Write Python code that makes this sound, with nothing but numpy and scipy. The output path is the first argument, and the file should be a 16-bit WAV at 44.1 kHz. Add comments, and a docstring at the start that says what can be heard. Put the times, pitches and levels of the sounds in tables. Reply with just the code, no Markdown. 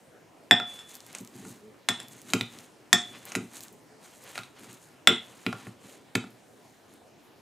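"""Steel knocks on glass and rings a bowl, a wooden board thuds, moist potato squelches and ticks; a small kitchen hums.
A masher is pushed through boiled potato in the bowl. Knocks and ticks are band-passed noise bursts; glass and
board are sums of dying sines. Squelch, mush and rumble are filtered noise that follows the strokes, a rub is two
wavering sines, the room reply is dying noise and the hum is noise shaped band by band."""
import sys
import numpy as np
from scipy import signal
from scipy.fft import rfft, irfft
from scipy.io import wavfile

SR = 44100
rng = np.random.default_rng(int(sys.argv[2]) if len(sys.argv) > 2 else 0)


def to_wav(sig):
    """Store sig (one row per channel, or 1-D mono) as 16-bit WAV at the path in sys.argv[1].

    Samples outside -1..1 are clipped; the rate is SR.
    """
    pcm = np.clip(np.atleast_2d(sig), -1, 1) * 32767
    pcm = np.round(pcm).astype(np.int16)
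    wavfile.write(sys.argv[1], SR, pcm.T)  # frames by channels


def volts(x):
    """Linear amplitude factor 10**(x/20) for a level x in dB, scalar or array-like."""
    e = np.asarray(x, float) / 20
    return 10 ** e


N = 326771
TIME = np.arange(N) / SR

# modes of the wooden board: pitch_hz, level_db (relative), t60_s
BOARD_MODES = [(117, -1.5, 0.15), (201.4, 1.5, 0.1), (235, -1, 0.18), (262.5, 3, 0.088),
               (351.8, 1.5, 0.067), (439, -8, 0.15)]


def rms_one(x):
    """Normalization: equal mean power, rms 1."""
    return x / np.sqrt(np.mean(x ** 2) + 1e-20)


def at_hz(points, hz):
    """Spectral interpolation: a curve read on a logarithmic frequency axis."""
    point_hz, value = np.array(points)[:, 0], np.array(points)[:, 1]
    return np.interp(np.log(hz), np.log(point_hz), value)


def band(x, low_hz, high_hz):
    """Band-pass filtering with Butterworth slopes."""
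    sos = signal.butter(2, [low_hz, min(high_hz, .45 * SR)], "band", fs=SR, output="sos")
    return signal.sosfilt(sos, x)


def drift(knots_per_s):
    """Slow random modulation of spread about 1: straight lines between random knots."""
    knots = rng.standard_normal(400)
    return np.interp(TIME * knots_per_s % 399, np.arange(400), knots) * 1.2


def held(start_s, hold_s, rise_db_per_s, fall_db_per_s):
    """Exponential envelope, in dB below full: a rise to a hold, then a fall."""
    before_s = np.maximum(start_s - TIME, 0)
    after_s = np.maximum(TIME - start_s - hold_s, 0)
    return -rise_db_per_s * before_s - fall_db_per_s * after_s


def add(out, start_s, sound):
    """Superposition: mixes a short sound in at a time."""
    i = round(start_s * SR)
    out[i:i + len(sound)] += sound[:N - i]


def burst(noise, t60_s, low_hz, high_hz):
    """Impact transient: a click with a dying noise tail through a band, peak 1."""
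    click_and_tail = np.append(3.0, noise[1:]) * volts(-60 * TIME[:len(noise)] / t60_s)
    x = band(click_and_tail, low_hz, high_hz)
    return x / np.abs(x).max()


def ring(force, hz, t60_s):
    """Damped resonator: a unit click sets a sine of height 1 ringing."""
    radius, turn = volts(-60 / (t60_s * SR)), 2 * np.pi * hz / SR
    return signal.lfilter([0, np.sin(turn)], [1, -2 * radius * np.cos(turn), radius * radius], force + 1e-18)


def struck(modes, gains_db, share):
    """Modal synthesis: dying sines from one blow; share scales every decay time."""
    t = TIME[:SR // 2, None]
    hz, db, t60_s = np.transpose(modes)
    decay = volts(db + gains_db - 60 * t / (t60_s * share))
    return np.sum(decay * np.sin(2 * np.pi * hz * t), axis=1)


def nearness(modes, hz, slope_db):
    """Selective excitation: a blow favours modes near one pitch, losing slope_db per octave away."""
    return -slope_db * np.abs(np.log2(np.array(modes)[:, 0] / hz))


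def coloured(white, spectrum, patchy_db):
    """Subtractive synthesis: 0.4-octave noise bands, each with its level, flicker and stereo correlation."""
    # pitch_hz, left-right likeness (0 to 1)
    likeness = [(60, 0.93), (240, 0.64), (950, 0.62), (3770, 0.76), (15000, 1)]
    out, edges = 0, 28 * 2 ** np.arange(0, 9.6, .4)
    for k, (low, high) in enumerate(zip(edges, edges[1:])):
        hz = np.sqrt(low * high)
        if hz > spectrum[0][0]:
            mid, side = band(white[k % 2], low, high)
            alike = np.clip(at_hz(likeness, hz), 0, 1)
            gain = volts(at_hz(spectrum, hz) + patchy_db * drift(12.0))
            out = out + gain * (np.sqrt(1 + alike) * mid + np.sqrt(1 - alike) * side * [[1], [-1]])
    return rms_one(out)


def room_hum():
    """Stationary background noise: a steady hum with a shaped, slightly flickering spectrum."""
    # hum spectrum: pitch_hz, level_db (relative, per Hz)
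    hum_spectrum = [(15, -54), (25, -21.5), (80, -18.5), (114, -4), (146, -8.5), (280, -3.5), (634, -8.5),
                    (687, -7.5), (766, -7.5), (1360, -19.5), (1470, -15.5), (3510, -22.5), (9080, -28),
                    (15200, -35.5), (16500, -49)]
    hum_rms_db = -56.5
    return volts(hum_rms_db) * coloured(rng.standard_normal((2, 2, N)), hum_spectrum, patchy_db=2.0)


def kitchen(x):
    """Diffuse reverberation: convolution with noise that dies band by band, alike left and right in the bass."""
    # reverberation bands: pitch_hz, t60_s, level_db (relative)
    room_bands = [(149.4, 0.22, 0), (343, 0.2, 0.5), (1142, 0.25, 0.5), (2660, 0.27, -1), (5816, 0.22, -3),
                  (13470, 0.11, 0)]
    t = TIME[:SR // 2]
    noise = rng.standard_normal((2, len(t)))
    tail = 0
    for hz, t60_s, db in room_bands:
        dying = volts(db - 60 * t / t60_s) / np.sqrt(t60_s * SR / 14)
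        tail = tail + dying * band(noise, hz / 1.6, hz * 1.664)
    late = tail * (t > .002)
    mid, side = signal.fftconvolve(x[None], late, axes=1)[:, :N]
    return mid + volts(-11.5) * band(side, 1200, 13000) * [[1], [-1]]


def strokes():
    """Power addition: levels of squelch, mush and rumble; the hand surges in the first two."""
    # pushes and pulls through the potato: start_s, hold_s, squelch_db, mush_db, rumble_db (before surges)
    pushes = [(.68, 0.11, -57.5, -54, -60.5), (0.897, 0.061, -53.5, -58, -65),
              (1.074, 0.12, -56.5, -54.5, -59), (1.354, 0.16, -56, -58, -51.5),
              (2.002, 0.013, -60, -50.5, -51), (2.13, 0.023, -55.5, -54.5, -58),
              (2.292, 0.075, -49, -50, -50.5), (2.537, 0.058, -53, -54.5, -53.5),
              (3.061, 0.11, -60, -55, -54), (3.266, 0.068, -51, -48.5, -53.5),
              (3.538, 0.086, -52.5, -55.5, -64), (4.059, 0.076, -59, -58.5, -72),
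              (4.21, 0.082, -55.5, -57.5, -75), (4.31, 0.063, -52, -47.5, -63),
              (4.593, 0.13, -58.5, -56, -55), (4.825, 0.057, -63, -73, -66), (5.232, 0.3, -63, -58, -65),
              (5.497, 0.16, -61, -56, -51), (5.845, 0.095, -58, -55.5, -63), (6.223, 0.14, -69, -65, -62),
              (6.63, 0.07, -69, -77, -62.5), (6.921, 0.037, -67.5, -67, -61.5)]
    rise_db_per_s, fall_db_per_s, surge_db = 249, 154, 1.5
    power = 0
    for start_s, hold_s, *levels_db in pushes:
        envelope_db = held(start_s, hold_s, rise_db_per_s, fall_db_per_s)
        power = power + volts(2 * np.array(levels_db)[:, None]) * volts(2 * envelope_db)
    return 10 * np.log10(power + 1e-18) + surge_db * drift(25.0) * np.array([[1], [1], [0]])


def rub():
    """Harmonic vibration: a brief low hum of two wavering partials, perhaps the bowl rubbing the board."""
    # start_s, hold_s, upper_partial_db, lower_partial_db (relative to the upper)
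    rubs = [(1.64, 0.052, -48.5, -3.5), (3.706, 0.046, -58, -25), (3.908, 0.065, -56.5, -30)]
    lower_hz, edge_db_per_s = 216, 500
    phase = 2 * np.pi * np.cumsum(lower_hz * (1 + 0.0162 * drift(28.87))) / SR
    out = 0
    for start_s, hold_s, db, low_db in rubs:
        level = volts(db + held(start_s, hold_s, edge_db_per_s, edge_db_per_s))
        out = out + level * (volts(low_db) * np.sin(phase) + np.sin(2 * phase))
    return out


def board(force):
    """Modal resonance: a force drives the low modes of board and counter, of alternating sign."""
    return sum(volts(db) * (-1) ** k * ring(force, hz, t60_s) for k, (hz, db, t60_s) in enumerate(BOARD_MODES))


def thuds():
    """Force transmission: the push reaches the board through the bowl's foot, so it swells over a few ms."""
    # jolts of bowl on board: start_s, level_db (before mode gains), pitch_hz (favoured)
    jolts = [(0.514, -16, 248), (0.6, -33, 234), (1.206, -31.5, 188), (1.452, -32.5, 188),
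             (1.893, -24, 183), (2.339, -13.5, 264), (2.408, -21.5, 129), (2.933, -20, 207),
             (3.361, -20, 275), (3.398, -31.5, 253), (3.43, -30, 238), (3.707, -45.5, 272),
             (4.384, -34, 114), (4.628, -41, 250), (5.08, -19.5, 248), (5.1, -16, 345), (5.464, -17.5, 242),
             (5.53, -28, 110), (5.666, -28, 116), (5.843, -40, 118), (6.152, -17.5, 234),
             (6.24, -34.5, 240)]
    spread_db, swell_s = 2.2, 0.0047
    out, uneven = np.zeros(N), rng.standard_normal((len(jolts), len(BOARD_MODES)))
    for (start_s, db, hz), chance in zip(jolts, uneven):
        gains_db = db - 4 + nearness(BOARD_MODES, hz, 5.9) + spread_db * chance
        thud = struck(BOARD_MODES, gains_db, 1)
        add(out, start_s, thud * (1 - np.exp(-TIME[:len(thud)] / swell_s)))
    return out


def grains(per_s, spread_db):
    """Granular noise: tiny films of moisture break at random, in clumps, with hiss between."""
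    sizes = volts(spread_db * np.minimum(rng.exponential(1, N), 3.5)) * rng.choice([-1, 1], N)
    born = rng.random(N) < per_s * volts(5.0 * drift(40.0)) / SR
    return rms_one(sizes * born) + 0.42 * rng.standard_normal(N)


def potato(squelch_db, mush_db, rumble_db):
    """Filtered excitation: bright squelch, duller mush, and the push shaking the board."""
    # squelch spectrum: pitch_hz, level_db (relative, per Hz)
    squelch_spectrum = [(2350, -33), (4000, -3.5), (5100, -12), (6500, 1.5), (9340, -2.5), (15100, -15.5),
                        (16200, -20), (16500, -46)]
    hz = np.fft.rfftfreq(N, 1 / SR) + 1  # +1 keeps the logarithm finite
    squelch = irfft(rfft(grains(3800.0, 6.5)) * volts(at_hz(squelch_spectrum, hz)), N)
    mush = band(grains(1400.0, 1.4), 360, 3300)
    rumble = board(rng.standard_normal(N) * volts(2.2 * drift(30.0)))
    layers = [(squelch, squelch_db), (mush, mush_db), (rumble, rumble_db)]
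    return sum(rms_one(x) * volts(db) for x, db in layers)


def ticks(squelch_db):
    """Adhesive release: wet snaps a millisecond or two long; small ones form a Poisson process."""
    # potato pulling off steel, the loudest snaps: start_s, peak_db, pitch_hz
    loud_ticks = [(0.9431, -30, 7700), (0.9532, -25, 7510), (1.0049, -29, 5870), (1.0653, -30, 9150),
                  (1.1293, -30, 7780), (1.2105, -33, 8030), (1.2487, -30.5, 7260), (1.275, -32.5, 6680),
                  (2.031, -34.5, 7600), (2.0841, -30, 7800), (2.2172, -30, 7390), (2.588, -28.5, 6000),
                  (3.254, -22.5, 9800), (3.5688, -26, 6740), (3.6069, -28, 7400), (3.6359, -25, 8130),
                  (3.683, -33, 6740), (3.7271, -37, 11000), (4.2392, -33, 8440), (4.595, -38.5, 6530),
                  (4.7299, -33.5, 8050), (5.3732, -48, 4050), (6.305, -39, 7800), (6.9385, -37, 9300)]
    small_per_s, small_hz = 58, 7500
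    highest_above_squelch_db = 17.5
    gap, size, pitch = rng.random((400, 3)).T
    times = np.cumsum(-np.log(gap + 1e-9)) / small_per_s
    small_ticks = []
    for t, a, b in zip(times, size, pitch):
        if t < TIME[-1]:
            db = np.interp(t, TIME, squelch_db) + highest_above_squelch_db - 12.0 * a
            small_ticks.append((t, db, small_hz * 2 ** (0.66 * (b - .5))))
    out, noise = np.zeros(N), rng.standard_normal((len(loud_ticks) + len(times), 400))
    for (start_s, db, hz), a in zip(loud_ticks + small_ticks, noise):
        add(out, start_s, volts(db) * burst(a, 0.0014, hz / 1.9, hz * 1.8))
    return out


def bowl():
    """Mode splitting: blows on the bare wall ring families of modes, split by the uneven glass."""
    # start_s, level_db (before mode gains), brightness_db_per_octave, main_family_db (extra),
    # ring_share (of the free decay time)
    clinks = [(.511, -2.5, -2.5, 3, 0.77), (.6, -38, -1, 6, 0.71), (.79, -37.5, 5, -2, 1.1),
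              (1.887, -10.5, 2, -1, 0.58), (2.001, -33.5, 11, -1, .27), (2.929, 1, 2, -6.5, 0.54),
              (5.073, -6.5, 7, 5, 0.29)]
    # families of bowl modes, each row: pitch_hz, level_db (relative), t60_s (free)
    families = [
        [(715.5, 0, 0.36), (720, -2.5, 0.15), (837, -5, 0.27)],
        [(1823, -3.5, 0.38), (1752, -10.5, 0.25), (1800, -4.5, 0.14), (1896, 0.5, 0.071)],
        [(3345, -11, 0.3), (3400, -21, 0.7), (3440, 1, 0.12), (3452, -14, 0.8), (3500, -20, 0.55),
         (3548, -1, .08), (3640, -7, .13)],
        [(4740, -15, .2), (4960, -14, .25), (5286, -6, .15), (5330, -3, .12), (5355, -13, 0.4),
         (5400, -15, .25)],
        [(7390, 9, 0.062), (7700, -16.5, 0.17), (7800, -8.5, 0.24), (9730, -6.5, 0.1), (9600, -9, .1)],
    ]
    # how well a blow wakes each family: level_db
    family_db = [-25.5, -16.5, -11, -21.5, -26]
    main_family, pivot_hz = 2, 2380  # brightness turns about the pivot
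    out, modes = np.zeros(N), sum(families, [])
    family = np.repeat(np.arange(len(families)), [len(f) for f in families])
    octaves = np.log2(np.array(modes)[:, 0] / pivot_hz)
    uneven = rng.standard_normal((len(clinks), len(modes)))
    for (start_s, db, bright_db, main_db, share), chance in zip(clinks, uneven):
        gains_db = db + np.array(family_db)[family] + bright_db * octaves + main_db * (family == main_family)
        add(out, start_s, struck(modes, gains_db + 0.71 * chance, max(share, .05)))
    return out


def blows():
    """Damped impact: steel on loaded glass gives a bright snap, a dull knock and a short muffled ring."""
    # steel on glass: start_s, snap_db, snap_hz, knock_db, knock_hz (levels before the offsets below)
    hits = [(0.5104, -25, 8000, -3, 1800), (0.6, -45.5, 3860, -22, 1480), (1.1498, -23.5, 7500, -33, 2410),
            (1.1842, -33.5, 7600, -53, 2380), (1.4508, -42, 8470, -41.5, 1420),
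            (1.888, -12, 7800, -11.5, 2220), (2.3018, -37.5, 3730, -37, 2770),
            (2.3352, -12, 7550, -11.5, 2190), (2.4102, -22, 3560, -20.5, 2540),
            (2.9297, -4, 5730, -12, 2052), (3.3197, -30, 6540, -32, 1820), (3.3521, -19.5, 7400, -18, 1860),
            (3.3585, -21.5, 7800, -26, 2600), (4.0579, -55.5, 6200, -48, 1440),
            (4.356, -36, 3670, -31.5, 2180), (4.3782, -26, 4450, -26, 1450), (4.3887, -36, 3620, -33, 2400),
            (4.4338, -39, 3900, -42, 2340), (5.0735, -12, 5660, -2.5, 1755),
            (5.465, -31, 3850, -17.5, 2240), (5.5278, -34, 4250, -26, 1220),
            (5.6694, -53, 4250, -36.5, 1300), (6.1541, -19.5, 6520, -15.5, 1926),
            (6.152, -19, 4140, -44, 4050), (6.24, -56, 4830, -38, 934)]
    # masher and potato-damped bowl, knocked together: pitch_hz, level_db (relative), t60_s (before the share)
    muffled = [(571.3, -13.5, 0.16), (770, 12, 0.04), (990, 3, .04), (1105, -2, .05), (1371, -1.5, 0.071),
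               (1434, -2.5, 0.11), (1595, -6, 0.066), (2038, 3, 0.042), (2233, 1, 0.031), (2452, -4, 0.071),
               (2533, -0.5, 0.028), (3030, -11.5, 0.024), (3815, 2, 0.065), (3930, -3.5, 0.11),
               (4690, -2.5, .05), (6200, -3.5, 0.034), (6700, -7.5, 0.058)]
    muffled_db, muffled_share = -7, .42
    out, noise = np.zeros(N), rng.standard_normal((len(hits), 2, 1500))
    for (start_s, snap_db, snap_hz, knock_db, hz), (a, b) in zip(hits, noise):
        add(out, start_s, volts(snap_db - 3.5) * burst(a, 0.021, 4000, 9000))
        add(out, start_s, volts(snap_db - 2) * burst(a[::-1], 0.013, snap_hz / 1.3, snap_hz * 1.12))
        add(out, start_s, volts(knock_db - 0.5) * burst(b, 0.013, hz / 1.3, hz * 1.364))
        # each mode answers to whichever of knock and snap wakes it more
        by_knock_db = nearness(muffled, hz, 13.1)
        by_snap_db = snap_db - knock_db + nearness(muffled, snap_hz, 32.0)
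        uneven_db = 0.57 * a[-len(muffled):]
        gains_db = knock_db + muffled_db + np.maximum(by_knock_db, by_snap_db) + uneven_db
        add(out, start_s, struck(muffled, gains_db, muffled_share))
    return out


def scene():
    """Direct and reverberant sound: the soft potato is too close and quiet to wake the room."""
    levels_db = strokes()
    hard = band(blows() + bowl(), 560, 19000) + thuds() + ticks(levels_db[0])
    soft = potato(*levels_db) + rub()
    hum = room_hum()
    near = hard + kitchen(hard) + soft
    return band(band(near, 100, 19000), 50, 19000) + hum


def band_limit(x):
    """A steep low-pass at the top of the band."""
    return signal.sosfilt(signal.butter(12, 16840, fs=SR, output="sos"), x)


def record(dry):
    """Soft saturation and band limiting: peaks are rounded, then the top is cut."""
    rounded = dry / (1 + (dry / .95) ** 8) ** .125
    low_pass = signal.cheby2(12, 70, 16600, fs=SR, output="sos")  # order, stopband dB, stopband edge Hz
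    mix = signal.sosfilt(low_pass, band(rounded, 40, 19000))
    return band_limit(mix)


dry = scene()
out = record(dry)
to_wav(out)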